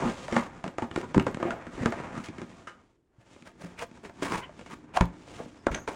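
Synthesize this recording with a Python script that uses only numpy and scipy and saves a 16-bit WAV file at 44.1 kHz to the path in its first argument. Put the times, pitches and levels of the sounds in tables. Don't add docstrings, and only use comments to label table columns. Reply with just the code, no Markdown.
import sys
import numpy as np
from scipy import signal
from scipy.fft import rfft, irfft
from scipy.io import wavfile

SR = 44100
rng = np.random.default_rng(int(sys.argv[2]) if len(sys.argv) > 2 else 0)


def materialize(psi):
    bounded = np.clip(np.atleast_2d(psi).T, -1, 1)
    quanta = np.round(bounded * 32767).astype(np.int16)
    wavfile.write(sys.argv[1], SR, quanta)


N = 262395
TIME = np.arange(N) / SR
HELD_S = 2.8


def amp(db):
    return 10 ** (np.asarray(db) / 20)

def unit(x):
    return x / np.sqrt(np.sum(x ** 2) + 1e-18)

def add(out, t, x):
    i = max(int(t * SR), 0)
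    out[i:i + len(x)] += x[:max(N - i, 0)]

def on_log(f, points):
    hz, value = np.transpose(points)
    return np.interp(np.log(f + 1), np.log(hz), value)

def response(*spectra, size=2048):
    f = np.fft.rfftfreq(size, 1 / SR)
    cepstrum = irfft(np.log(amp(sum(on_log(f, s) for s in spectra))))
    cepstrum[1:size // 2] *= 2
    cepstrum[size // 2 + 1:] = 0
    return unit(irfft(np.exp(rfft(cepstrum))))

def band(x, lo_hz, hi_hz, order=3):
    return signal.sosfilt(signal.butter(order, [lo_hz, hi_hz], "band", fs=SR, output="sos"), x)

def wander(n, rate):
    knots = rng.standard_normal(2048)
    return np.interp(np.arange(n) / SR * rate, np.arange(len(knots)), knots)

def damped(modes):
    t = np.arange(SR // 2) / SR
    return sum(np.sin(2 * np.pi * hz * t) * amp(db - 60 * t / t60) for hz, db, t60 in modes)


# (frequency [Hz], gain [dB])
BOARD_SPECTRUM = [(40, -4), (120, 1), (250, 2.5), (450, -1), (1000, -4.5), (1500, -6.5), (2200, -10.5),
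                  (4200, -22.5), (7000, -23.5), (10000, -34), (12000, -51.5), (15500, -51)]
REGISTER_CENTRES = [230, 720, 2200, 6000]

def board(thud_db, snap_db, tick_db, lag_s=.0004):
    contact = [(45, thud_db / 4), *zip(REGISTER_CENTRES, (thud_db, 0, snap_db, tick_db))]
    colour = response(BOARD_SPECTRUM, contact)
    f = np.fft.rfftfreq(len(colour), 1 / SR)
    return irfft(rfft(colour) * np.exp(-4j * np.pi * lag_s * np.sqrt(1000 * f)))

def flap(x, hz, q, db):
    return x + amp(db) * signal.lfilter(*signal.iirpeak(hz, q, fs=SR), x)


# (time [s], rustle level [dB], rumble level [dB], hiss level [dB])
RUB_LIFTING = [(0.0, -30.5, -34, -46), (0.29, -49, -45.5, -53.5), (0.44, -48.5, -44.5, -67),
               (0.65, -53.5, -49.5, -66.5), (1.21, -49.5, -42, -63), (1.38, -45.5, -43, -60),
               (1.6, -46, -51, -67), (1.79, -48, -42.5, -56), (1.99, -38, -37, -56),
               (2.26, -46.5, -48.5, -64.5), (2.44, -52.5, -45.5, -62.5), (2.62, -53.5, -52, -63),
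               (2.81, -62.5, -61, -75.5), (3.05, -88.5, -79, -91)]
RUB_OPENING = [(3.1, -77, -74.5, -93), (3.23, -64.5, -66, -73), (3.36, -57, -54.5, -61),
               (3.52, -63.5, -54, -73), (3.73, -52.5, -49, -64.5), (4.08, -59.5, -52.5, -68),
               (4.27, -47, -43.5, -56), (4.46, -49.5, -49.5, -66), (4.69, -59.5, -48, -60.5),
               (4.96, -55, -52.5, -79), (5.34, -55, -48, -55), (5.74, -57.5, -52.5, -72.5),
               (5.86, -56, -49, -68), (5.95, -43, -45, -54)]

def rub_db(t):
    times, *levels = np.transpose([*RUB_LIFTING, *RUB_OPENING])
    return [np.interp(t, times, db) for db in levels]

def slips(n, rate, spread_db, smooth):
    sizes = amp(spread_db * np.minimum(rng.exponential(size=n), 4)) * rng.choice([-1, 1], n)
    clicks = sizes * (rng.random(n) < rate / SR)
    return unit(unit(clicks) + smooth * unit(rng.standard_normal(n))) * np.sqrt(n)

def rubbing(rustle_gain_db=-2, rumble_gain_db=-3, hiss_gain_db=0.5):
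    rustle_db, rumble_db, hiss_db = rub_db(TIME)
    force = slips(N, rate=900, spread_db=1.0, smooth=1.0) * amp(2.5 * wander(N, rate=45))
    card = signal.fftconvolve(force, board(0, 0, 0))[:N]
    layers = [(band(card, 320, 3000), rustle_db + rustle_gain_db),
              (band(card, 23, 380), rumble_db + rumble_gain_db),
              (band(card, 2470, 17000), hiss_db + hiss_gain_db)]
    return sum(unit(x) * np.sqrt(N) * amp(db) for x, db in layers)


# (crest time [s], half of the rise [s],
# half of the fall [s], level [dB], thud gain [dB], edge gain [dB], flap resonance [Hz])
STROKES = [(0.026, 0.026, 0.058, -29, 8, -7, 940), (0.369, 0.053, 0.1, -27.5, 5.5, 5, 1080),
           (0.987, 0.047, 0.06, -36.5, -0.5, 5, 330), (1.165, 0.01, 0.016, -23, 23, -9, 338),
           (1.478, 0.044, 0.11, -30, 1, -12.5, 707), (1.841, 0.057, 0.08, -27.5, 11, -3.5, 1890),
           (2.179, 0.031, 0.05, -29, 20.5, 6.5, 1240), (2.26, 0.051, 0.032, -44, -2, 17, 429),
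           (3.215, 0.029, 0.062, -59, 7, 9, 610), (3.473, 0.016, 0.048, -45.5, -9, 9, 640),
           (3.625, 0.027, 0.1, -41, 5.5, 10, 560), (3.795, 0.015, 0.024, -36.5, -17, 9, 2400),
           (3.827, 0.022, 0.023, -31.5, -13, 4.5, 492), (4.056, 0.018, 0.026, -35.5, 5.5, 3.5, 410),
           (4.229, 0.008, 0.073, -27.5, -2, 12, 590), (4.345, 0.085, 0.057, -28, 4.5, 6.5, 1040),
           (4.381, 0.011, 0.03, -29.5, 1, 8.5, 1020), (4.729, 0.025, 0.015, -34, 6.5, 9, 1090),
           (4.954, 0.013, 0.05, -32.5, 0, 1.5, 2700), (4.973, 0.012, 0.017, -20, -17, -0.5, 710),
           (5.4, 0.11, 0.089, -42.5, -11, -2, 455), (5.758, 0.022, 0.065, -31, 2, -8.5, 1560),
           (5.885, 0.0083, 0.051, -32, -3, 0.5, 412)]

def scrapes(gain_db=-3, snap_db=-2, tick_db=2, catches_per_s=220, catch_db=3.2):
    out = np.zeros(N)
    t = np.arange(SR // 2) / SR
    for crest, rise, fall, db, thud_db, edge_db, flap_hz in STROKES:
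        force = slips(len(t), rate=1800, spread_db=0.5, smooth=0.43)
        stages = [-2 * rise, -rise, 0, fall, 2 * fall]
        pressure_db = np.interp(t - 2 * rise, stages, [-32, -10, 0, -17, -80])
        force *= amp(db + gain_db + pressure_db + catch_db * wander(len(t), catches_per_s))
        fizz_db = -4 if crest < HELD_S else 5
        force += amp(fizz_db) * band(force, 10500, 21000, order=2)
        colour = flap(board(thud_db, edge_db + snap_db, edge_db + tick_db), flap_hz, q=5, db=7.5)
        add(out, crest - 2 * rise, signal.fftconvolve(force, unit(colour)))
    return out


def finger_taps(per_s=6, above_rustle_db=0.5, scatter_db=0.5):
    thud_db, edge_db, ring_db, spot_hz = 8, 5, 2, 480
    rows = []
    for when, softness, spot in rng.random((int(per_s * N / SR), 3)):
        start = when * N / SR
        db = rub_db(start)[0] + above_rustle_db + scatter_db * (1 - 2 * softness)
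        rows.append((start, db, thud_db, edge_db, ring_db, spot_hz * 2 ** (spot - .5)))
    return rows

# (time [s],
# level [dB], thud gain [dB], edge gain [dB], ring relative to push [dB], spot resonance [Hz])
IMPACTS = [(0.0209, -25, 4.5, -6, 13.5, 950), (0.055, -29, 16, 4, 12, 1290), (0.2823, -34, -41, -2, 1, 610),
           (0.3253, -27, 8.5, 6, 1, 540), (0.3654, -19, -12, -8.5, -1, 2100),
           (0.641, -30, 8.5, 4.5, 2, 680), (0.663, -31, 10, -2, 4, 586), (0.679, -39, 2, 10, -5, 424),
           (0.7839, -27.5, -5.5, -2, -3, 725), (0.822, -28, 0, -2.5, 3.5, 870),
           (0.9133, -36, 10, -2, -4, 3020), (0.9613, -25.5, -1, 2, -7.5, 336),
           (1.0142, -46, -6, 13, -16, 550), (1.03, -35, 8, 1, 20, 960),
           (1.1457, -24.5, -10, -6.5, 0.5, 330), (1.1795, -18.5, 4, -7.5, -20, 393),
           (1.1976, -26.5, 5.5, 1, -2.5, 2780), (1.267, -22, -3.5, -6.5, 2.5, 393),
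           (1.3459, -31, 16, 12, -13, 380), (1.3716, -34.5, 3, -5, -19, 330),
           (1.4005, -31, 3.5, -4, 12, 343), (1.4281, -24.5, -10.5, -12.5, -3.5, 352),
           (1.507, -29, 3, 4, -0.5, 1520), (1.6681, -35.5, 16, 1, 4, 1500), (1.778, -32.5, 22, 4, 12, 800),
           (1.859, -20, -6.5, -4.5, -3.5, 438), (1.923, -29, -1, 0, 3, 694), (2.286, -34.5, 43, 29, 3, 367),
           (2.3834, -36, 22.5, 14.5, 1, 365), (2.417, -32.5, 18, 8, 1.5, 358),
           (2.6714, -38, 1, 9.5, 21, 1300), (3.3633, -49, 5, -0.5, -1, 580),
           (3.424, -50, 31.5, 28, -28, 880), (3.9137, -47.5, 21, 14, -8, 550),
           (4.0489, -42, 1.5, 12.5, 10, 388), (4.0962, -45.5, -12, -4, -4, 593),
           (4.2227, -29.5, -1, 2, 3, 390), (4.4937, -44.5, -11, -10, -9, 600),
           (4.5934, -46, -9, 3, -3, 526), (4.6124, -47, 2, 5, -2, 520), (4.6619, -43.5, 6, 13, 3, 690),
           (4.9725, -21, -27, -10.5, -7, 1110), (5.0099, -18, -9.5, -6.5, -6.5, 357),
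           (5.401, -33, 0, -20, 1, 468), (5.459, -41, 25, 5, -4, 463), (5.6682, -18, -3, -9, -6, 1370),
           (5.715, -30.5, 21, 16, 28, 414), (5.7463, -31.5, 14, 23, -5, 500), (5.877, -29, 1, 2.5, 4, 830)]

def knocks(low_t60=0.097, high_t60=0.12, flight_s=0.0003, rebound_s=.011, rebound_db=-11.5):
    scuff_s, crush_s, equivalent_duration_s = 0.0021, 0.0018, 0.0095
    out = np.zeros(N)
    t = np.arange(-(SR // 125), SR // 5) / SR
    contacts = [(np.maximum(t, 0), 0), (np.maximum(t - rebound_s, 0), rebound_db)]
    low_fade, high_fade = (
        sum(amp(db - 60 * age / t60) * (1 - np.exp(-(age / flight_s) ** 2)) for age, db in contacts)
        for t60 in (low_t60, high_t60))
    for start, db, thud_db, edge_db, ring_db, spot_hz in IMPACTS + finger_taps():
        colour = flap(board(thud_db, snap_db=edge_db + 1, tick_db=edge_db - 1), spot_hz, q=8.1, db=7)
        noise = rng.standard_normal(len(t))
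        low, high = band(noise, 98, 2800), band(noise, 2200, 19000)
        scuff = amp(-6) * unit(high * amp(-8 * np.abs(t) / scuff_s))
        crush = amp(-12) * unit(low * np.exp(-(t / crush_s - 1) ** 2))
        push = (t == 0) + scuff + crush
        waves = low * low_fade + amp(-4) * high * high_fade
        direct = unit(signal.fftconvolve(push, colour))
        ring = amp(ring_db) * unit(signal.fftconvolve(waves, colour))
        add(out, start + t[0], amp(db) * unit(direct + ring) * np.sqrt(equivalent_duration_s * SR))
    return out


def ringing(x, modes, t60):
    t = np.arange(SR // 3) / SR
    fade = amp(-60 * t / t60)
    tones = sum(amp(db) * np.cos(2 * np.pi * hz * t) for hz, db in modes)
    return signal.fftconvolve(x, tones * fade * 2 / fade.sum())[:N]

# (frequency [Hz], gain [dB])
CARTON_PANEL_MODES = [(525, -2.5), (670, -5), (790, 1.5), (945, -16), (1062, -5.5), (1107, -13),
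                      (1227, 0.5), (1303, -6), (1830, -0.5), (2170, -7)]
BOX_PANEL_MODES = [(385, -10), (565, -9), (694, -6), (900, 0.5), (1010, -55), (1109, -31.5), (1269, -13),
                   (1560, -37), (2261, -2), (2945, -32), (3860, -32)]

def panels(x, carton_db=-2, box_db=-3):
    held = np.clip((TIME - HELD_S) / .1, 0, 1)
    carton = ringing(x * (1 - held), CARTON_PANEL_MODES, t60=0.16)
    box = ringing(x * held, BOX_PANEL_MODES, t60=0.12)
    return x + amp(carton_db) * carton + amp(box_db) * box


# (frequency [Hz], t60 [s])
REVERB_TIMES = [(150, 0.26), (500, 0.3), (1500, 0.23), (4000, 0.26), (10000, 0.16)]

def room(x, wet_db=-12, build_s=0.0022):
    t = np.arange(int(.7 * SR)) / SR
    noise = rng.standard_normal(len(t))
    edges = np.geomspace(50, 17000, 9)
    tail = sum(band(noise, lo, hi) * amp(-60 * t / on_log(np.sqrt(lo * hi), REVERB_TIMES))
               for lo, hi in zip(edges, edges[1:]))
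    tail = unit(tail * (1 - np.exp(-(t / build_s) ** 2)))
    walls = response([(150, -4), (1000, 0.011), (8000, 0)])
    return amp(wet_db) * signal.fftconvolve(x, signal.fftconvolve(tail, walls))[:N]


# (frequency [Hz], gain [dB])
AIR_SPECTRUM = [(15, -34), (25, 2), (118, 1), (202, -9), (363, 0.5), (573, -15), (833, -18.5),
                (4620, -38.5), (15000, -40.5)]
MIC_TREBLE = [(4000, -0.5), (9000, 1), (12000, -7)]

def room_air(db=-71):
    return amp(db) * signal.fftconvolve(rng.standard_normal(N), response(AIR_SPECTRUM, MIC_TREBLE))[:N]


# (frequency [Hz], gain [dB], t60 [s])
CARTON_BODY_MODES = [(106, -1, .12), (126, 0, .15), (229.5, 0, .18), (345, 0, .12)]
BOX_BODY_MODES = [(53.8, 0, 0.156), (118, 0, 0.14), (173.6, 0, 0.19), (280.4, 0.5, 0.2)]
# (time [s], level [dB], push frequency [Hz], swing relative to push [dB])
PUSHES = [(.055, -27.5, 215, 9), (0.324, -27.5, 221, 7), (.367, -28, 225, 8.5), (0.825, -23.5, 218, -5.5),
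          (.9762, -11.5, 352, -19), (1.1636, -17.5, 128, -0.5), (1.1691, -2, 217, -21),
          (1.1791, -2.5, 194, -18.5), (1.453, -30, 360, 8), (1.81, -32.5, 99, 5), (1.8596, -21.5, 226, 0.5),
          (2.286, -37, 114.2, -4), (3.183, -47.5, 110, -2.5), (3.639, -47, 191, 14), (4.223, -31, 300, 0.5),
          (5.009, -21.5, 157, 6), (5.007, -19, 62, 5), (5.705, -31, 66, 9)]

def bumps(push_cycles=4.5, rise_cycles=0.23, loss_one_octave_off_db=24):
    out = np.zeros(N)
    for start, db, push_hz, swing_db in PUSHES:
        modes = CARTON_BODY_MODES if start < HELD_S else BOX_BODY_MODES
        swings = [(hz, swing_db + gain_db - loss_one_octave_off_db * np.log2(hz / push_hz) ** 2, t60)
                  for hz, gain_db, t60 in modes]
        boom = damped([(push_hz, 0, push_cycles / push_hz), *swings])
        onset = 1 - np.exp(-(TIME[:len(boom)] * push_hz / rise_cycles) ** 2)
        add(out, start, amp(db) * boom * onset)
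    return out


# (centre time [s], half-length [s], slip rate [1/s], flap resonance [Hz], level [dB])
CHATTER = [(1.466, 0.034, 230, 351, -45), (2.271, 0.009, 1100, 3230, -49), (3.477, 0.023, 650, 1280, -57),
           (3.8, 0.019, 700, 2500, -46.5), (4.351, 0.013, 330, 1020, -41.5), (4.435, 0.023, 505, 1060, -44)]

def squeaks(jitter=.08):
    out = np.zeros(N)
    colour = board(thud_db=-27, snap_db=20, tick_db=1.2)
    for centre, half_s, slip_rate, flap_hz, db in CHATTER:
        t = np.arange(-3 * half_s, 3 * half_s, 1 / SR)
        cycles = np.cumsum(slip_rate * (1 + jitter * wander(len(t), rate=720))) / SR
        pulses = np.diff(np.floor(cycles), prepend=0) * amp(1.2 * wander(len(t), rate=260))
        card = signal.fftconvolve(pulses - pulses.mean(), colour)[:len(t)]
        tone = unit(flap(card, flap_hz, q=15, db=13)) * np.sqrt(len(t))
        add(out, centre + t[0], amp(db) * tone * np.exp(-(t / half_s) ** 2))
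    return out


# (frequency [Hz], gain [dB], t60 [s])
TAPPED_BOX_MODES = [(1265, -2, 0.31), (1370, -6, 0.25), (1513, -5, 0.23), (1646, -9.5, 0.24),
                    (2950, -3, 0.15)]

def hollow_tap(start_s=2.671, db=-43.5, blur_hz=160):
    out = np.zeros(N)
    for mode in TAPPED_BOX_MODES:
        ring = damped([mode])
        add(out, start_s, amp(db) * ring * wander(len(ring), rate=blur_hz))
    return out


def hum(hz=296, width_hz=24, db=-57):
    noise = band(rng.standard_normal(N), hz - width_hz / 2, hz + width_hz / 2, order=2)
    fade = np.interp(TIME, [4.4, 4.8, 5.5, 5.7], [0, 1, 1, 0])
    return amp(db) * unit(noise) * np.sqrt(N) * fade


# (centre time [s], half-length [s], frequency [Hz], relative glide [1/s], level [dB])
GLOSS_SQUEALS = [(4.442, .014, 2940, 0, -42.5), (5.605, 0.025, 5240, -2, -69), (5.651, 0.01, 5900, 9, -72),
                 (5.75, 0.0011, 6370, -7, -26.5), (5.777, 0.056, 6350, 0.5, -51.5)]

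def squeals(jitter=0.0575):
    out = np.zeros(N)
    for centre, half_s, hz, glide, db in GLOSS_SQUEALS:
        t = np.arange(-3 * half_s, 3 * half_s, 1 / SR)
        pitch_hz = hz * (1 + glide * t + jitter * wander(len(t), rate=580))
        tone = np.sin(2 * np.pi * np.cumsum(pitch_hz) / SR)
        add(out, centre + t[0], amp(db) * tone * np.exp(-(t / half_s) ** 2))
    return out


def scene():
    card = panels(knocks() + scrapes() + rubbing()) + squeaks() + squeals()
    body = bumps() + hollow_tap()
    air = room_air()
    send_db = np.interp(TIME, [HELD_S, 3.2], [0, -3])
    reflections = room((card + amp(3.5) * body) * amp(send_db))
    return (card + body + reflections + hum() + air)[None]

def record(dry, ceiling=0.47, low_cut_hz=27, top_hz=15900):
    x = signal.sosfilt(signal.butter(1, low_cut_hz, "high", fs=SR, output="sos"), dry)
    rounded = x / (1 + (x / ceiling) ** 6) ** (1 / 6)
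    return signal.sosfilt(signal.ellip(8, .2, 70, top_hz, fs=SR, output="sos"), rounded)


dry = scene()
out = record(dry)
materialize(out)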